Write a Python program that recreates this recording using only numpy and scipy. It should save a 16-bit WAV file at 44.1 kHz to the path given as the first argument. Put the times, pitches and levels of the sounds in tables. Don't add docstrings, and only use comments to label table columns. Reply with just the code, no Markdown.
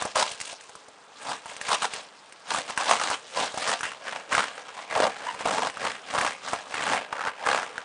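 import sys
import numpy as np
from scipy import signal
from scipy.io import wavfile
from scipy.ndimage import uniform_filter1d

SR = 44100
rng = np.random.default_rng(int(sys.argv[2]) if len(sys.argv) > 2 else 0)


def gain_from_db(level_db):
    decades = np.asarray(level_db, float) / 20
    return 10 ** decades


def unload_audio(sound):
    columns = np.transpose(np.atleast_2d(sound))
    steps = np.round(np.clip(columns, -1, 1) * 32767)
    wavfile.write(sys.argv[1], SR, steps.astype(np.int16))


N = 345744

# (frequency [Hz], relative gain [dB])
HUSH_SPECTRUM = [(40, -33.5), (359, -9), (496, -2.5), (570, -9), (1090, -4.5), (10000, -39)]
# (frequency [Hz], width [Hz], relative level [dB])
BOARD_MODES = [(87, 95, -14.5), (134.4, 86, -2), (200.6, 120, 7), (272.5, 97, 4)]
# (time [s], relative strength [dB])
KNOCKS = [(0.316, -57), (0.345, -66), (0.411, -60), (0.519, -66), (0.757, -60), (1.978, -59), (6.184, -48)]
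# (frequency [Hz], width [Hz], level re ringing crust [dB])
BLADE_MODES = [(1637, 45, -13.5), (2795, 38, -22.5)]
# (time [s], pitch [Hz], level [dB])
SQUEAK_PATH = [(5.225, 560, -52), (5.252, 697, -39), (5.275, 1035, -30.5), (5.315, 902, -32.5),
               (5.335, 816, -55)]
# (time [s], relative strength [dB], pitch [Hz])
CRUST_CRACKS = [(0.022, -13.5, 1020), (0.052, -15, 620), (0.157, -12.5, 1000), (0.316, -21, 2500),
                (0.402, -21, 2310), (0.413, -18.5, 2000), (0.455, -26, 3000), (0.476, -27, 2500),
                (0.528, -29.5, 636), (0.609, -34, 1660), (0.637, -37, 2500), (0.694, -34, 767),
                (0.753, -30.5, 1000), (0.884, -35.5, 643), (1.458, -23.5, 970), (1.498, -25, 2000),
                (1.566, -21.5, 2200), (1.6132, -15, 2000), (1.69, -16, 990), (1.828, -17, 1150),
                (1.937, -16, 2020), (2.324, -30, 2190), (2.585, -18.5, 740), (2.699, -21.5, 896),
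                (2.776, -9.5, 1400), (2.844, -21, 3000), (3.101, -14, 1040), (3.543, -21.5, 640),
                (3.575, -17, 800), (3.624, -19.5, 1180), (3.685, -17, 1290), (3.7915, -23, 2500),
                (3.808, -17, 1500), (3.832, -14, 1400), (3.839, -19, 1500), (3.853, -16.5, 1380),
                (3.918, -23, 1500), (4.3281, -8.5, 1500), (4.35, -7.5, 1400), (4.379, -10.5, 890),
                (4.3939, -11, 1600), (4.911, -22, 1350), (4.962, -13.5, 665), (5.041, -16, 845),
                (5.3444, -23, 930), (5.408, -19, 1030), (5.455, -12.5, 656), (5.474, -16, 900),
                (5.699, -19.5, 1500), (5.771, -21.5, 1200), (5.852, -15.5, 900), (6.139, -16, 825),
                (6.185, -9, 1300), (6.212, -8.5, 1570), (6.248, -12, 1100), (6.533, -11, 760),
                (6.742, -15, 1500), (6.809, -19, 865), (6.94, -16, 740), (7.127, -14.5, 990),
                (7.276, -16, 910), (7.465, -10.5, 1160), (7.757, -28, 1200), (7.78, -16, 1350)]
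# (frequency [Hz], relative gain [dB])
CRACKLE_SPECTRUM = [(1470, -20.5), (2500, 7), (2810, 4), (3320, 5), (9600, -3)]
# (frequency [Hz], relative gain [dB])
LOAF_RESPONSE = [(372, -10.5), (467, 3), (847, 4), (1650, -5), (2100, -7), (3500, -14)]
# (time [s], crust pitch under firm touch [Hz], crackle balance re crunch [dB],
# resting-blade drive [dB], lean on the board at a firm stroke [dB])
CUT_COURSE = [(0, 1180, -2, -60, -50), (0.2, 1110, -0.5, -60, -66), (0.6, 1150, 4, -59, -54),
              (1.3, 680, -5.5, -64.5, -49.5), (1.75, 1070, -2, -39, -63), (2.1, 1110, -1.5, -58, -47),
              (2.9, 1004, -3.5, -53.5, -57.5), (3.4, 900, -2.5, -47.5, -54), (3.7, 1180, -1.5, -55.5, -55),
              (4.1, 1020, -11, -59, -55), (4.37, 1340, -7.5, -51.5, -55), (5.02, 820, -11.5, -52.5, -56),
              (5.55, 940, -6.5, -43, -50.5), (5.87, 970, -8, -53, -51), (6.22, 1240, -7.5, -54, -52.5),
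              (6.52, 790, -6, -53, -53.5), (6.9, 1650, -8.5, -53, -50.5), (7.2, 990, -23, -50, -59),
              (7.55, 1350, -10, -52.5, -57.5), (7.84, 1030, -14, -46.5, -55)]
# (time of full bite [s], swell [s], hold [s], fade [s], drive level [dB])
BLADE_STROKES = [(0.0, .05, 0.011, 0.1, -32.5), (0.089, 0.14, 0.034, .014, -42.5),
                 (0.157, 0.0066, 0.071, 0.018, -22.5), (0.243, 0.054, 0.041, 0.12, -36),
                 (0.5, 0.29, 0.03, 0.032, -43.5), (1.308, 0.12, 0.0067, 0.077, -28.5),
                 (1.514, 0.12, .005, 0.088, -40.5), (1.727, 0.088, 0.022, .02, -21.5),
                 (1.824, 0.02, 0.027, 0.031, -25.5), (1.937, 0.056, 0.043, 0.094, -37.5),
                 (2.51, 0.045, 0.068, 0.074, -27.5), (2.703, 0.057, 0.005, 0.047, -31.5),
                 (2.796, 0.032, 0.014, 0.056, -25), (2.912, 0.085, .012, 0.07, -17.5),
                 (3.033, 0.13, 0.013, .07, -25), (3.098, 0.072, 0.046, 0.033, -28),
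                 (3.374, 0.049, 0.062, 0.089, -26), (3.582, 0.085, 0.044, 0.16, -35.5),
                 (3.688, 0.11, 0.053, 0.022, -25), (3.762, .05, .02, 0.069, -39.5),
                 (3.838, 0.019, .005, 0.16, -32), (4.066, 0.076, 0.093, 0.13, -33.5),
                 (4.32, 0.028, 0.018, 0.12, -25), (4.381, 0.06, 0.017, 0.11, -22.5),
                 (4.594, 0.2, 0.0043, 0.074, -38.5), (4.687, 0.058, .004, 0.051, -38),
                 (4.763, 0.068, 0.065, 0.067, -38.5), (4.916, 0.031, 0.053, .15, -29),
                 (4.997, 0.079, 0.053, 0.072, -19.5), (5.286, 0.42, .005, 0.14, -35),
                 (5.409, 0.058, 0.0049, 0.04, -32.5), (5.46, .02, 0.21, 0.045, -26),
                 (5.847, 0.097, 0.014, 0.14, -26.5), (6.148, 0.096, 0.13, 0.096, -26.5),
                 (6.446, 0.038, 0.044, .15, -35.5), (6.528, 0.096, .005, .14, -31.5),
                 (6.748, 0.066, 0.092, 0.16, -32.5), (6.927, 0.22, .005, 0.13, -22),
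                 (7.155, 0.048, 0.098, 0.14, -33.5), (7.252, 0.16, 0.04, 0.027, -29),
                 (7.42, 0.085, .005, .1, -34), (7.467, 0.033, 0.078, 0.16, -22),
                 (7.774, 0.12, 0.0045, .25, -43)]

HUSH_DB = -53.5
KITCHEN_T60_S, WALL_CUT_HZ, KITCHEN_DB = 0.27, 4600, -19.5
BOARD_DB_PER_STROKE_DB, BOARD_SMOOTH_S = 1, 0.086
SING_START_S, SING_LENGTH_S, SING_START_DB, SING_FALL_DB_PER_S = 3.83, 0.076, -39, 70
TEETH_PER_S, GRAINS_PER_S = 84, 1500
SLOPE_DB = 20
FIRM_DB = -25
LIGHT_PITCH_RISE_PER_DB = 0.1
CRACK_SAMPLES = 1024
TIME_S = np.arange(N) / SR


def rms_one(x):
    return x / np.sqrt(np.mean(x ** 2) + 1e-20)


def level_even(x, window_s):
    return x / np.sqrt(uniform_filter1d(x ** 2, int(window_s * SR)) + 1e-12)


def at_hz(points, hz):
    table_hz, db = np.transpose(points)
    return np.interp(np.log(hz), np.log(table_hz), db)


def in_time(rows):
    s, *columns = np.transpose(rows)
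    return [np.interp(TIME_S, s, column) for column in columns]


def drift(rate_hz):
    coarse = np.convolve(rng.standard_normal(int(N / SR * rate_hz * 4) + 8), np.hanning(7), "valid")
    return np.interp(np.linspace(0, len(coarse) - 1, N), np.arange(len(coarse)), rms_one(coarse))


def resonance(x, hz, width_hz):
    r = np.exp(-np.pi * width_hz / SR)
    numerator = [(1 - r * r) / 2, 0, (r * r - 1) / 2]
    denominator = [1, -2 * r * np.cos(2 * np.pi * hz / SR), r * r]
    return signal.lfilter(numerator, denominator, x + 1e-18)


def coloured(x, spectrum, flicker_db=0):
    out, edges_hz = 0, 40 * 2 ** (np.arange(25) / 3)
    for k, (low_hz, high_hz) in enumerate(zip(edges_hz, edges_hz[1:])):
        gain = gain_from_db(at_hz(spectrum, np.sqrt(low_hz * high_hz)) + flicker_db * drift(45))
        band = signal.butter(2, [low_hz, high_hz], "band", fs=SR, output="sos")
        out = out + (-1) ** k * gain * signal.sosfilt(band, x)
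    return rms_one(out)


def hush():
    return gain_from_db(HUSH_DB) * coloured(rng.standard_normal(N), HUSH_SPECTRUM)


def kitchen(x):
    out, dull = np.zeros(N), np.exp(-2 * np.pi * WALL_CUT_HZ / SR)
    lags = (np.geomspace(.011, .037, 10) * SR).astype(int)
    for k, lag in enumerate(lags):
        loop, state = x.copy(), [0.]
        gain = gain_from_db(-60 * lag / SR / KITCHEN_T60_S)
        for i in range(lag, N, lag):
            back, state = signal.lfilter([gain * (1 - dull)], [1, -dull], loop[i - lag:i], zi=state)
            loop[i:i + lag] += back[:N - i]
        out += (loop - x) * (-1) ** k
    return gain_from_db(KITCHEN_DB) * out


def board(crunch_db, lean_db):
    stroke_db = uniform_filter1d(crunch_db, int(BOARD_SMOOTH_S * SR)) - FIRM_DB
    shake = rng.standard_normal(N)
    rumble = 0
    for hz, width_hz, db in BOARD_MODES:
        mode = resonance(resonance(shake, hz, width_hz), hz, width_hz)
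        rumble = rumble + gain_from_db(db) * rms_one(mode)
    return gain_from_db(lean_db + BOARD_DB_PER_STROKE_DB * stroke_db) * rumble


def jolts(knock_hz):
    pushes = np.zeros(N)
    for s, strength_db in KNOCKS:
        pushes[round(s * SR)] = gain_from_db(strength_db + 8.5) * SR / knock_hz / 2
    return signal.sosfilt(signal.butter(2, knock_hz, fs=SR, output="sos"), pushes + 1e-18)


def sing(torn):
    since_s = TIME_S - SING_START_S
    sounding = (since_s > 0) & (since_s < SING_LENGTH_S)
    level_db = SING_START_DB - SING_FALL_DB_PER_S * np.maximum(since_s, 0)
    hz, width_hz, _ = BLADE_MODES[1]
    return sounding * gain_from_db(level_db) * rms_one(resonance(torn, hz, width_hz))


def squeak():
    pitch_hz, level_db = in_time(SQUEAK_PATH)
    phase = 2 * np.pi * np.cumsum(pitch_hz * (1 + 0.024 * drift(70))) / SR
    sounding = (TIME_S > SQUEAK_PATH[0][0]) & (TIME_S < SQUEAK_PATH[-1][0])
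    tone = np.sin(phase)
    for overtone in (2, 3):
        tone = tone + (.2 + .15 * drift(150)) * np.sin(overtone * phase)
    return sounding * gain_from_db(level_db + 4.0 * drift(120)) * tone


def cracks(crackle_db, cycles, snap_s):
    out, t = np.zeros(N + CRACK_SAMPLES), np.arange(CRACK_SAMPLES) / SR
    treble = signal.butter(2, 3500, "high", fs=SR, output="sos")
    for s, strength_db, hz in CRUST_CRACKS:
        hiss = rng.standard_normal(CRACK_SAMPLES)
        splinters = hiss * np.exp(-t * hz / 5.4) + 6.2 * (t == 0)
        body = resonance(splinters, hz, hz / cycles)
        body = body / np.abs(body).max()
        spike = np.sin(2 * np.pi * t * hz) * np.exp(-t * hz * 2.5) * 2
        snap = signal.sosfilt(treble, hiss * np.exp(-t / snap_s))
        at = round(s * SR)
        crack = 0.75 * body + 0.45 * spike + gain_from_db(crackle_db[at] - 5.5) * snap
        out[at:at + CRACK_SAMPLES] += gain_from_db(strength_db) * crack
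    return out[:N]


def blade_pings(snaps):
    return sum(gain_from_db(-db - 17.0) * resonance(snaps, hz, width_hz) for hz, width_hz, db in BLADE_MODES)


def effort(resting_db):
    power = gain_from_db(2 * resting_db)
    for s, swell_s, hold_s, fade_s, level_db in BLADE_STROKES:
        early = np.maximum(s - TIME_S, 0) / swell_s
        late = np.maximum(TIME_S - s - hold_s, 0) / fade_s
        power = power + gain_from_db(2 * (level_db - SLOPE_DB * np.minimum(early + late, 5)))
    return 10 * np.log10(power)


def bites(bite_s, rise_s, between_db):
    steps = np.clip(1 + .3 * rng.standard_normal(3000), .2, 3) * SR / TEETH_PER_S
    at = np.cumsum(steps).astype(int)
    force = gain_from_db(2.7 * rng.standard_normal(3000))
    teeth = np.zeros(N)
    teeth[at[at < N]] = force[at < N]
    fall, rise = np.exp(-1 / (bite_s * SR)), np.exp(-1 / (rise_s * SR))
    return signal.lfilter([1 - rise], np.convolve([1, -fall], [1, -rise]), teeth) + gain_from_db(between_db)


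def clicks(per_s, spread_db):
    size_db = spread_db * np.minimum(rng.exponential(1, N), 3)
    return (rng.random(N) < per_s / SR) * gain_from_db(size_db)


def fractures(bite, spread_db, even_s):
    grains = clicks(GRAINS_PER_S, spread_db) * rng.choice([-1, 1], N) + 0.29 * rng.standard_normal(N)
    return level_even(bite * grains, even_s)


def crust_crackle(deep, shallow, crunch_db, crackle_db):
    level_db = crunch_db + crackle_db - 2.0 - 0.18 * (crunch_db + 33.5)
    return gain_from_db(level_db) * coloured(shallow + 0.085 * deep, CRACKLE_SPECTRUM, flicker_db=2.6)


def loaf(torn, pitch_hz, cycles, focus_db, patchy_db):
    patches = 0
    for hz in np.geomspace(450, 3200, 16):
        near = np.exp(-(np.log(hz / pitch_hz) / 0.5) ** 2)
        struck = torn * rng.choice([-1, 0, 1], N)
        gain_db = at_hz(LOAF_RESPONSE, hz) + focus_db * near + patchy_db * drift(12)
        patches = patches + gain_from_db(gain_db) * resonance(struck, hz, hz / cycles)
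    ringing = rms_one(patches)
    for hz, width_hz, db in BLADE_MODES:
        ringing = ringing + gain_from_db(db) * rms_one(resonance(torn, hz, width_hz))
    return level_even(ringing, .08)


def scene():
    firm_hz, crackle_db, resting_db, lean_db = in_time(CUT_COURSE)
    crunch_db = effort(resting_db)
    pitch_hz = firm_hz * (1 + LIGHT_PITCH_RISE_PER_DB * np.maximum(FIRM_DB - crunch_db, 0))
    between_db = -9 + .6 * crackle_db + .5 * (FIRM_DB - crunch_db)
    bite = bites(bite_s=.004, rise_s=.0005, between_db=between_db)
    deep = fractures(bite, spread_db=3.0, even_s=0.061)
    shallow = fractures(bite + gain_from_db(-8.5), spread_db=4.5, even_s=0.031)
    crunch = gain_from_db(crunch_db - 1.5) * loaf(deep, pitch_hz, cycles=5.6, focus_db=7.0, patchy_db=3.6)
    crackle = crust_crackle(deep, shallow, crunch_db, crackle_db)
    snaps = cracks(crackle_db, cycles=3.0, snap_s=0.0054)
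    bread = crunch + crackle + snaps + blade_pings(snaps) + squeak() + sing(shallow)
    mix = bread + kitchen(bread) + board(crunch_db, lean_db) + jolts(knock_hz=200) + hush()
    return mix[None]


def band_limit(x):
    return signal.sosfilt(signal.butter(12, 11140, fs=SR, output="sos"), x)


def record(dry):
    thin = signal.sosfilt(signal.butter(2, 62, "high", fs=SR, output="sos"), dry)
    thin = thin - 0.46 * resonance(thin, 352, 100)
    mix = signal.sosfilt(signal.cheby2(16, 38, 10250, fs=SR, output="sos"), thin)
    return band_limit(mix)


dry = scene()
out = record(dry)
unload_audio(out)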